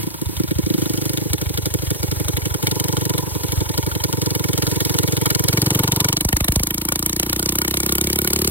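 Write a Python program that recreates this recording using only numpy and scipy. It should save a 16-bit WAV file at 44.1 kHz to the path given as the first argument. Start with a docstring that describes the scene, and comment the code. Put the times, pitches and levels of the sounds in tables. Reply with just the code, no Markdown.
"""Mini bike under throttle

A one-cylinder engine is heard from beside the rider. Each exhaust stroke sends gliding tones down the pipe
(the bark) and a grainy burst of noise that shakes ringing metal (the crack). For stretches every other stroke
misfires with a late dull thud; later come a few deep booms, and the engine clears and climbs.
Beneath lie a rough ring of the frame, a throbbing, patchy hiss and a lumpy rumble of wind, all shaped noise."""
import sys
import numpy as np
from scipy import signal
from scipy.fft import rfft, irfft, next_fast_len
from scipy.io import wavfile
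from scipy.ndimage import uniform_filter1d

SR = 44100
rng = np.random.default_rng(int(sys.argv[2]) if len(sys.argv) > 2 else 0)


def output_pcm(signal):
    """Save a mono or channel-first signal as 16-bit PCM at the path in sys.argv[1].

    Samples are clipped to [-1, 1] before scaling.
    """
    pcm = np.clip(np.atleast_2d(signal).T, -1, 1) * 32767
    wavfile.write(sys.argv[1], SR, np.round(pcm).astype(np.int16))


N = 374850

# engine speed: t/s, exhaust strokes per second
SPEED = [(0, 26.701), (.31, 27.557), (.67, 25.744), (1.29, 25.007), (2.45, 23.197), (3.13, 23.66),
         (3.65, 23.352), (4.56, 21.906), (5.46, 22.18), (6.1, 24.273), (7.23, 29.981), (7.8, 32.961),
         (8.5, 35.502)]
BEGUN = .158  # share of the first stroke already done at the start


def turns_done():
    """Counts the exhaust strokes done at every sample by adding up the engine speed."""
    return BEGUN + np.cumsum(curve(SPEED, np.arange(N) / SR)) / SR


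# stretches where every other stroke does not fire: first t/s, last t/s, crack level/dB, thud level/dB
MISFIRING = [(.253, .253, -32, -15), (.362, .362, -26.5, -10), (.473, .636, -29, -12),
             (1.294, 1.864, -28, -12), (1.989, 2.499, -28.5, -10.5), (3.309, 3.4, -32, -15),
             (3.479, 4.0, -26, -9.5)]
# single strokes that falter or crack hard: t/s, bark change level/dB, crack change level/dB
UNEVEN = [(.07, 3.5, 0.5), (.105, -12, -5), (.143, -7.5, -1.5), (.18, -25, -10), (.29, -7.5, -11),
          (.325, -15, -26), (.435, -6, -7), (1.215, -1.5, -10), (1.254, -1, -15), (1.334, 1, 2),
          (1.497, -3.5, -7.5), (1.824, -4, -8.5), (1.906, 0, -1.5), (1.95, -11, -13), (2.116, -1, -2),
          (2.201, 1, -6), (2.543, 0, 0.5), (2.586, -20, -28), (2.757, -1.5, -4.5), (2.886, 0, 1.5),
          (3.013, -1, 1), (3.098, 0.5, 5.5), (3.183, -1, 4), (3.224, -5, -28), (3.267, -5, -13),
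          (3.352, -0.5, -7.5), (3.779, 2, 2), (4.04, 1, 3.5), (4.085, -6, -17), (4.173, -1.5, -6.5),
          (4.263, 1, 3), (4.353, 0, 3), (4.397, -1.5, -3), (4.444, -0.5, 0.5), (4.625, -0.5, 3.5),
          (4.671, 0.5, 2.5), (4.716, 0, -1), (4.899, -1, -3.5), (5.035, 1.5, -2.5), (5.079, -1.5, -3),
          (5.124, 2, -3), (5.214, 1, -2.5), (5.306, -1, 1), (5.487, 0.5, 1.5), (5.706, -1, -1),
          (5.794, -0.5, -2.5), (6.045, 1.5, 1), (6.288, -2.5, 1.5), (6.483, 0, 4), (6.445, -3, 0.5),
          (6.709, -0.5, -1), (6.782, -1, 0), (6.816, -2, -1.5), (6.92, -1.5, 3.5), (7.029, -1, -1),
          (7.061, 0, 3.5), (7.13, 0, -2.5), (7.23, -1, 2.5), (7.299, 0.5, 1.5), (7.427, -1, -0.5),
          (7.525, -0.5, -1), (7.619, -1, 1.5), (7.68, 0, 2.5), (7.771, -0.5, 1.5), (7.804, -3, -1),
          (7.864, -1, 0), (7.924, 1, 4), (8.012, 0.5, 0.5), (8.045, 0, -3.5), (8.159, -0.5, -0.5),
          (8.248, -1, 0), (8.277, -1, 2), (8.306, -1, -2.5)]
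# strokes that fire with a deep boom: t/s, level/dB
BOOMS = [(6.249, -5.5), (6.329, -4), (6.407, -6), (6.486, -4), (6.561, -4), (6.6, -9.5)]
LATE_S, LATE_SPREAD_S = 0.0065, 0.00043  # a misfire is heard this long after its stroke
MISS_CRACK_SPREAD_DB, THUD_SPREAD_DB = 0.5, 3
AFTER_MISS_BARK_DB, AFTER_MISS_CRACK_DB = -0.75, -3.95  # the stroke after a misfire is weaker


def strokes():
    """Decides when each stroke comes, how strong it is by chance, and whether it fires, booms or misfires."""
    done = turns_done()
    later = np.interp(np.arange(1, done[-1]), done, np.arange(N) / SR)
    at = np.r_[-BEGUN / SPEED[0][1], later]

    def nearest(s):
        return np.abs(at[:, None] - s).argmin(0)

    chance = rng.standard_normal((len(at), 6))
    bark_db, crack_db = .8 * chance[:, 0], 1.6 * chance[:, 1]
    first, last, miss_db, thud_db = np.transpose(MISFIRING)
    runs = [np.arange(a, b + 1, 2) for a, b in zip(nearest(first), nearest(last))]
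    missed, sizes = np.concatenate(runs), [len(run) for run in runs]
    bark_db[missed + 1] += AFTER_MISS_BARK_DB
    crack_db[missed + 1] += AFTER_MISS_CRACK_DB
    s, *changes = np.transpose(UNEVEN)
    bark_db[nearest(s)], crack_db[nearest(s)] = changes  # these replace chance
    number = np.arange(len(at))
    cracks = ~np.isin(number, missed)
    barks = cracks & ~np.isin(number, nearest(np.transpose(BOOMS)[0]))
    late, crack_luck, thud_luck = chance[missed, 3:].T
    miss_at = at[missed] + LATE_S + LATE_SPREAD_S * late
    miss_crack_db = np.repeat(miss_db, sizes) + MISS_CRACK_SPREAD_DB * crack_luck
    miss_thud_db = np.repeat(thud_db, sizes) + THUD_SPREAD_DB * thud_luck
    at = at + .0001 * chance[:, 2]  # slightly uneven timing
    return at, bark_db, crack_db, barks, cracks, (miss_at, miss_crack_db, miss_thud_db)


# how hard the engine works: t/s, bark level/dB, bass over the bark level/dB, crack level/dB, hiss level/dB
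THROTTLE = [(0, -26, -16, -34, -48), (.3, -14.5, 6, -29, -49), (.55, -11, -5, -24, -47.5),
            (.75, -15, -1, -29.5, -40.5), (1.1, -15, 6, -26.5, -40), (1.4, -9, -11, -22.5, -43),
            (1.8, -7.5, -4, -20, -41), (2.3, -9.5, -6, -20, -40), (3.1, -9, 0, -25.5, -40),
            (3.5, -8.5, -11, -19.5, -38.5), (4.3, -9, -3, -24.5, -40), (4.9, -8, -5, -19, -36.5),
            (5.5, -9.5, 6, -18, -38), (5.8, -9, 5, -15, -37.5), (5.87, -12.5, 7, -20, -42.5),
            (6.1, -15.5, 8, -17.5, -43.5), (6.25, -18, 0, -17, -42), (6.55, -18, 2.5, -18, -40.5),
            (6.9, -17, 1.5, -19, -44), (7.5, -15, -0.5, -19, -40), (8.5, -11.5, -1.5, -17, -38)]
# the engine clears: t/s, share of the short bark of clean running
CLEARING = [(6.1, 0), (6.24, 1)]
# waves in the pipe, in all tables down to BOOM: lag/ms, first f/Hz, last f/Hz (both before the pitch factor),
# glide/ms, rise/ms, fall/ms, level/dB over the stroke, push 1 or pull -1
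# the long bark before the engine clears: bass, body and a lasting ring
LONG_BASS = [(4.94, 243, 30, 12, 20.3, 13, 4.2, 1), (11.52, 200, 255, 17.7, 22.3, 3.65, 12.5, 1)]
LONG_BARK = [(2.38, 547, 90, 4.88, 17, 16.4, 6.1, 1), (3.94, 994, 354, 7.08, 39, 16.5, -6.5, 1),
             (8.96, 229, 521, 19.7, 28.4, 7.87, 13.6, -1)]
LONG_RING = [(2.2, 511, 527, 14, 63, 11.4, 5.5, 1), (3, 419, 452, 15, 64, 14, -1.5, 1)]
# the short bark of clean running: bass and body
SHORT_BASS = [(14.06, 187, 57.4, 1, .7, 33.8, -13.7, -1), (5.7, 346, 31, 5.78, 13.5, 4.5, 17.1, 1)]
SHORT_BARK = [(7.18, 301, 365, 16.9, 2.1, 10.5, -5, -1), (2.13, 416, 333, 1.67, 3.1, 11.4, 2.7, 1)]
# a hum that leads the opening barks
EARLY_HUM = [(.7, 329, 365, 6.2, 10, 11.5, 5.8, -1), (4, 241, 224, 6.7, 2.6, 8.8, 5.7, 1)]
# how loud that hum is: t/s, level/dB over the bark
EARLY_HUM_LEVEL = [(0, 1.5), (.6, 0.5), (.75, 2.5), (1.1, -5), (1.4, -12)]
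# the dull thud of a misfire
THUD = [(3.45, 139, 56.3, 12.8, 6.6, 17.4, 0, -1)]
# the deep boom
BOOM = [(1.53, 384, 46, 5.8, 6.6, 22, -1.9, -1), (0.96, 1350, 150, 1.8, 2.8, 2.5, -1.9, 1)]
# pipe pitch factor at 25 strokes a second, and its rise per extra stroke a second
PITCH_AT_25, LONG_RISE, SHORT_RISE = .93, .004, .009


def pipe(at, bark_db, barks, misfires):
    """Barks, thuds and booms are waves in the exhaust pipe; barks ring higher as the engine speeds up."""
    at, db = at[barks], (bark_db + curve(THROTTLE, at))[barks]
    bass_db = db + curve(THROTTLE, at, column=2)
    short = np.clip(curve(CLEARING, at), 1e-4, 1 - 1e-4)
    short_db, long_db = 20 * np.log10(short), 20 * np.log10(1 - short)
    waver = 1 + .005 * rng.standard_normal(len(at))
    faster = curve(SPEED, at) - 25
    pitch = (PITCH_AT_25 + LONG_RISE * faster) * waver
    high_pitch = (PITCH_AT_25 + SHORT_RISE * faster) * waver
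    out = waves(at, db + long_db, LONG_BARK, pitch)
    out += waves(at, db + long_db, LONG_RING, high_pitch)
    out += waves(at, bass_db + long_db, LONG_BASS, pitch)
    out += waves(at, db + short_db, SHORT_BARK, high_pitch)
    out += waves(at, bass_db + short_db, SHORT_BASS, high_pitch)
    early = at < 1.4
    hum_db = db + curve(EARLY_HUM_LEVEL, at)
    out += waves(at[early], hum_db[early], EARLY_HUM, PITCH_AT_25)
    miss_at, _, thud_db = misfires
    return out + waves(miss_at, thud_db, THUD) + waves(*np.transpose(BOOMS), BOOM)


def waves(s, db, rows, pitch=1):
    """Plays gliding tones after each stroke, as the puff runs to and fro in the pipe."""
    heard = db > -60
    s, db, pitch = s[heard], db[heard], (pitch * np.ones(len(s)))[heard]
    lead, length = 1000, 2400  # samples: spare room before the start, and one wave
    out = np.zeros(N + 4000)
    places = np.round(s * SR).astype(int)[:, None] + lead + np.arange(length)
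    fade_out = np.minimum(np.arange(length)[::-1] / 300, 1)
    for lag, first_hz, last_hz, glide, rise, fall, wave_db, sign in rows:
        ms = np.maximum(np.arange(length) * 1000 / SR - lag, 0)
        turns = (last_hz * ms + (first_hz - last_hz) * glide * (1 - np.exp(-ms / glide))) / 1000
        shape = np.sign(sign) * (1 - np.exp(-ms / rise)) * np.exp(-(ms / fall) ** 2) * fade_out
        each = gain_of(db + wave_db + .4 * rng.standard_normal(len(s)))[:, None]
        tones = each * shape * np.sin(2 * np.pi * turns * pitch[:, None])
        out += np.bincount(places.ravel(), tones.ravel(), len(out))
    return out[lead:N + lead]


# colour of the crack: f/Hz, level/dB
CRACK = [(500, 2.5), (800, 1), (1200, -2), (1800, 7), (3500, 4), (4300, 16.5), (6000, 13.5), (8500, 15),
         (12000, 9), (16000, 8)]
# likeness of the crack at the two microphone openings: f/Hz, share
CRACK_ALIKE = [(100, .5), (1000, .6), (1400, .8), (2300, .8), (3000, .6), (3700, .65), (4600, .95),
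               (5200, .98), (6700, .98), (8500, .85), (12000, .96), (14200, .94), (16000, .6)]
# parts of the crack, each with its own luck per stroke:
# from f/Hz, to f/Hz, rise/ms, fall/ms, spread level/dB, second puff level/dB
PUFFS = [(0, 1800, 2.6, 3, 3.5, -5), (1800, 3000, 2.5, 2.6, 5, -4), (3000, 4200, 2.7, 2.6, 5, -3),
         (4200, 5500, 2.1, 2.3, 4, -7), (5500, 9500, 1.2, 2.1, 3, -11), (9500, 22050, .9, 2.1, 3, -15)]
# change of each part once the engine runs clean: level/dB
PUFFS_CLEAN_DB = [-3, 3.5, -3, -1.5, 0.2, 1]
# change of each part on a misfire: level/dB
PUFFS_MISS_DB = [-22, -1.5, -1, -19.5, -5.5, -5]
# sheet metal the crack shakes: f/Hz, width f/Hz, level/dB from one ring to another
RINGS = [(1452, 84, 9), (1870, 86, 4.5), (2294, 81, 9.5), (3190, 190, 5.5), (3630, 150, 4), (3985, 320, 10)]
RINGS_CLEAN_DB = -2.5  # change of the first knock once the engine runs clean


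def crack(at, crack_db, misfires):
    """Gas rushes out as the valve opens: grainy noise, a second puff while labouring, ringing metal."""
    early_ms = 6  # a burst swells before its peak
    ms = np.arange(1500) * 1000 / SR - early_ms

    def burst(peak, rise=3, fall=2.8):
        return np.exp(np.minimum((ms - peak) / rise, -(ms - peak) / fall))

    miss_at, miss_db, _ = misfires
    missed = np.r_[0 * at, 1 + 0 * miss_at]
    clean = curve(CLEARING, np.r_[at, miss_at])
    db = np.r_[crack_db + curve(THROTTLE, at, column=3), miss_db]
    at = np.r_[at, miss_at] - early_ms / 1000
    grain = gain_of(1.05 * evened(uniform_filter1d(rng.standard_normal(N), 25)))
    gas = pair(CRACK_ALIKE) * grain
    second = play(at, db, burst(7)) * (1 - .85 * curve(CLEARING, np.arange(N) / SR))

    hz, parts = np.fft.rfftfreq(N, 1 / SR), 0
    chance = rng.standard_normal((len(at), len(PUFFS)))
    for puff, clean_db, missed_db, luck in zip(PUFFS, PUFFS_CLEAN_DB, PUFFS_MISS_DB, chance.T):
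        lo, hi, rise, fall, spread_db, second_db = puff
        luck_db = spread_db * np.clip(luck, -3, 1.5)
        first = play(at, db + clean_db * clean + missed_db * missed + luck_db, burst(0, rise, fall))
        band = 1 / (1 + (hz / hi) ** 8) - (lo > 0) / (1 + (hz / max(lo, 1)) ** 8)
        parts = parts + rfft(gas * (first + gain_of(second_db) * second)) * band
    out = colour(irfft(parts, N), CRACK)

    t = np.arange(800) / SR
    chance = rng.standard_normal((len(at), len(RINGS)))  # each stroke shakes other panels
    for (ring_hz, width, ring_db), luck in zip(RINGS, chance.T):
        ring = np.exp(-np.pi * width * t) * np.sin(2 * np.pi * ring_hz * t)
        ring = ring[None] / np.linalg.norm(ring)
        first = play(at, db + RINGS_CLEAN_DB * clean + 6 * np.clip(luck, -3, 1.5), burst(0))
        knock = gas * (first + gain_of(-3) * second)
        out += gain_of(ring_db - 19) * signal.oaconvolve(knock, ring, axes=1)[:, :N]
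    return out


# a rough ring of the frame: t/s, f/Hz, level/dB
RASP = [(0, 930, -46.5), (1.4, 846, -43.5), (1.7, 886, -42.5), (2.3, 850, -41), (2.8, 905, -36),
        (4.2, 913, -38), (5.6, 898, -37.5), (6.05, 927, -35), (6.2, 960, -47)]
RASP_WIDTH_HZ, RASP_SWELL_DB, RASP_LAG = 134, 9, 0.2  # the swell peaks this share of a stroke late
RASP_TOP_HZ, RASP_TOP_WIDTH_HZ, RASP_TOP_DB = 973, 69, -4.5  # narrower ring at a steady pitch, until clear


def rasp():
    """The frame rings roughly: noise swells after each stroke in a drifting and a fixed resonance."""
    t = np.arange(N) / SR
    drive = pair() * gain_of(RASP_SWELL_DB * np.cos(2 * np.pi * (turns_done() - RASP_LAG)))
    drifting = resonate(drive, curve(RASP, t), RASP_WIDTH_HZ)
    top = resonate(drive, RASP_TOP_HZ, RASP_TOP_WIDTH_HZ)
    rings = drifting + gain_of(RASP_TOP_DB) * (1 - curve(CLEARING, t)) * top
    return gain_of(curve(RASP, t, column=2)) * rings


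def resonate(drive, hz, width):
    """Lets through a narrow band that follows hz: shift it down to zero, smooth it twice, shift it back."""
    turn = np.exp(2j * np.pi * np.cumsum(hz * np.ones(N)) / SR)
    r = np.exp(-np.pi * width / SR)
    smooth = signal.lfilter([1 - r], [1, -r], drive / turn)
    smooth = signal.lfilter([1 - r], [1, -r], smooth)
    return evened((smooth * turn).real)


# colour of the hiss, lower part: f/Hz, level/dB
HISS = [(100, 6), (200, 2), (330, 15.5), (600, 7.5), (1000, -4)]
# colour of the hiss, upper part: f/Hz, level/dB
HISS_TOP = [(1500, -2), (2500, -4.5), (3700, -2), (4800, 0), (5800, 4.5), (7500, 3), (9000, .5), (12000, 0),
            (16000, -3)]
MISS_HISS_DB = -0.5  # the hiss sags over a misfire
HISS_THINS_DB = -6.5  # the hiss below 8 kHz drops as the engine clears


def hiss(misfires):
    """Rush of air and mechanical noise that throbs twice a stroke, flickers and sags over a misfire."""
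    t = np.arange(N) / SR
    throb = np.cos(2 * np.pi * (2 * turns_done() - .1))
    flicker = evened(uniform_filter1d(uniform_filter1d(rng.standard_normal(N), 300), 300))
    miss_at = misfires[0]
    sag_db = MISS_HISS_DB * play(miss_at - .01, 0 * miss_at, np.hanning(3000))
    level_db = curve(THROTTLE, t, column=4) + sag_db + .5 * throb + 1.8 * flicker
    rush = colour(pair() * gain_of(level_db), HISS + HISS_TOP)
    below = signal.sosfiltfilt(signal.butter(4, 8000, fs=SR, output="sos"), rush)
    return rush + below * (gain_of(HISS_THINS_DB * curve(CLEARING, t)) - 1)


PATCH_DB = 4.5  # depth of the patches


def patchy(x):
    """The hiss grows louder and softer in random patches of time and pitch, between bass and treble."""
    hz, _, z = signal.stft(x, SR, nperseg=256)
    patches = rng.standard_normal(z.shape[:0:-1]).T
    patches = uniform_filter1d(patches, size=3, axis=0)  # spread over pitch
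    patches = evened(uniform_filter1d(patches, size=8, axis=1))  # and over time
    middle = (hz > 700) / (1 + (hz / 6000) ** 4)
    gain = gain_of(PATCH_DB * np.minimum(patches, 1.4) * middle[:, None])
    return signal.istft(z * gain, SR, nperseg=256)[1][:, :N]


# strength of the wind: t/s, level/dB
GUSTS = [(0, -47.5), (1.8, -51.5), (4.3, -53), (5, -56), (5.6, -50), (5.9, -50), (6.2, -58.5), (8.5, -49.5)]
# colour of the wind: f/Hz, level/dB
WIND = [(15, -20), (30, -37), (55, 1), (100, 6.5), (200, -2), (400, -18.5)]


def wind():
    """Wind rumbles at the microphone: low noise that swells and sinks in random lumps."""
    lumps = evened(uniform_filter1d(uniform_filter1d(rng.standard_normal(N), 2500), 2500))
    level = gain_of(curve(GUSTS, np.arange(N) / SR) + 3.5 * lumps)
    return level * colour(pair(), WIND, 25, 64.7)


# likeness of the steady noises in the two channels: f/Hz, share
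NOISE_ALIKE = [(100, .5), (1000, .55), (1800, .4), (2900, .2), (3700, .3), (4500, .9), (5000, .995),
               (7000, .995), (7800, .8), (8800, .4), (10300, .85), (12000, .98), (14200, .97), (16000, .6)]


def pair(likeness=NOISE_ALIKE):
    """Makes two channels of white noise, alike by a share that depends on frequency."""
    a, b = rfft(rng.standard_normal((2, N)))
    same = curve(likeness, np.fft.rfftfreq(N, 1 / SR))
    return irfft(np.array([same * a + np.sqrt(1 - same ** 2) * b, a]), N)


def colour(x, points, lo_hz=10000, hi_hz=15000):
    """Shapes a spectrum; white noise of rms 1 comes out with rms 1 in the band lo_hz to hi_hz."""
    hz, (f, db) = np.fft.rfftfreq(N, 1 / SR), np.transpose(points)
    shape = gain_of(np.interp(np.log(hz + 1), np.log(f), db))
    band = (hz > lo_hz) & (hz < hi_hz)
    return irfft(rfft(x) * shape / np.sqrt(np.sum(shape[band] ** 2) / len(hz)), N)


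def play(s, db, shape):
    """Starts a shape at each time with its level."""
    clicks, at = np.zeros(N), np.round(np.asarray(s) * SR).astype(int)
    inside = (at >= 0) & (at < N)
    np.add.at(clicks, at[inside], gain_of(db)[inside])
    return signal.oaconvolve(clicks, shape)[:N]


def gain_of(db):
    """Turns decibels into a factor."""
    return 10 ** (np.asarray(db) / 20)


def evened(x):
    """Scales a signal to rms 1."""
    return x / np.sqrt(np.mean(x ** 2) + 1e-20)


def curve(points, t, column=1):
    """Reads a table at t, with straight lines between its rows."""
    rows = np.array(points)
    return np.interp(t, rows[:, 0], rows[:, column])


def scene():
    """Adds the engine, its ringing frame, its patchy hiss and the wind."""
    at, bark_db, crack_db, barks, cracks, misfires = strokes()
    engine = pipe(at, bark_db, barks, misfires) + crack(at[cracks], crack_db[cracks], misfires)
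    return engine + rasp() + patchy(hiss(misfires)) + wind()


# left over right while the bass is wide: f/Hz, level/dB
LEFT_WIDE = [(100, -1.5), (300, -.4), (2000, 0)]
# left leads right while the bass is wide: f/Hz, phase/radians
LEAD_WIDE = [(0, 0), (90, 1.3), (170, 1.9), (260, 3.6), (520, 6.0), (690, 9.2), (950, 11.2), (1120, 9.4),
             (1300, 10.0), (2070, 8.8), (2600, 9.0), (3100, 7.9), (3600, 4.7)]
# left leads right once the bass is mono: f/Hz, phase/radians
LEAD_MONO_BASS = [(0, 0), (1130, 0), (1330, 3.1), (3100, 3.1), (3600, 3.6)]
# left leads right in the treble, throughout: f/Hz, phase/radians
LEAD_TREBLE = [(4100, 3.8), (4700, 3.2), (5200, 3.14), (6900, 3.14), (7750, 2.7), (9300, 1.6), (10900, .1),
               (14500, 0), (16000, -.7)]
# the recorder narrows its bass to mono: t/s, share
BASS_TO_MONO = [(5.49, 0.057), (5.54, 1)]
EDGE_HZ = 15900  # nearly nothing is heard above this


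def record(dry):
    """Two openings give the left channel a phase lead by frequency; the bass lead ends as it goes mono."""
    size = next_fast_len(N + 4096)
    hz, left = np.fft.rfftfreq(size, 1 / SR), rfft(dry[0], size)
    wide_lead = np.exp(1j * curve(LEAD_WIDE + LEAD_TREBLE, hz))
    narrow_lead = np.exp(1j * curve(LEAD_MONO_BASS + LEAD_TREBLE, hz))
    wide = irfft(left * gain_of(curve(LEFT_WIDE, hz)) * wide_lead, size)[:N]
    narrow = irfft(left * narrow_lead, size)[:N]
    share = curve(BASS_TO_MONO, np.arange(N) / SR)
    low_pass = signal.butter(4, 1100, fs=SR, output="sos")
    bass = signal.sosfiltfilt(low_pass, dry[0] - dry[1]) / 2  # what sets the two basses apart
    both = np.array([(1 - share) * wide + share * (narrow - bass), dry[1] + share * bass])
    both = .95 * np.tanh(both / .95)  # the loudest cracks are softly clipped
    edge = signal.firwin(201, EDGE_HZ, window=("kaiser", 11), fs=SR)
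    return signal.oaconvolve(both, edge[None], "same")


dry = scene()
out = record(dry)
output_pcm(out)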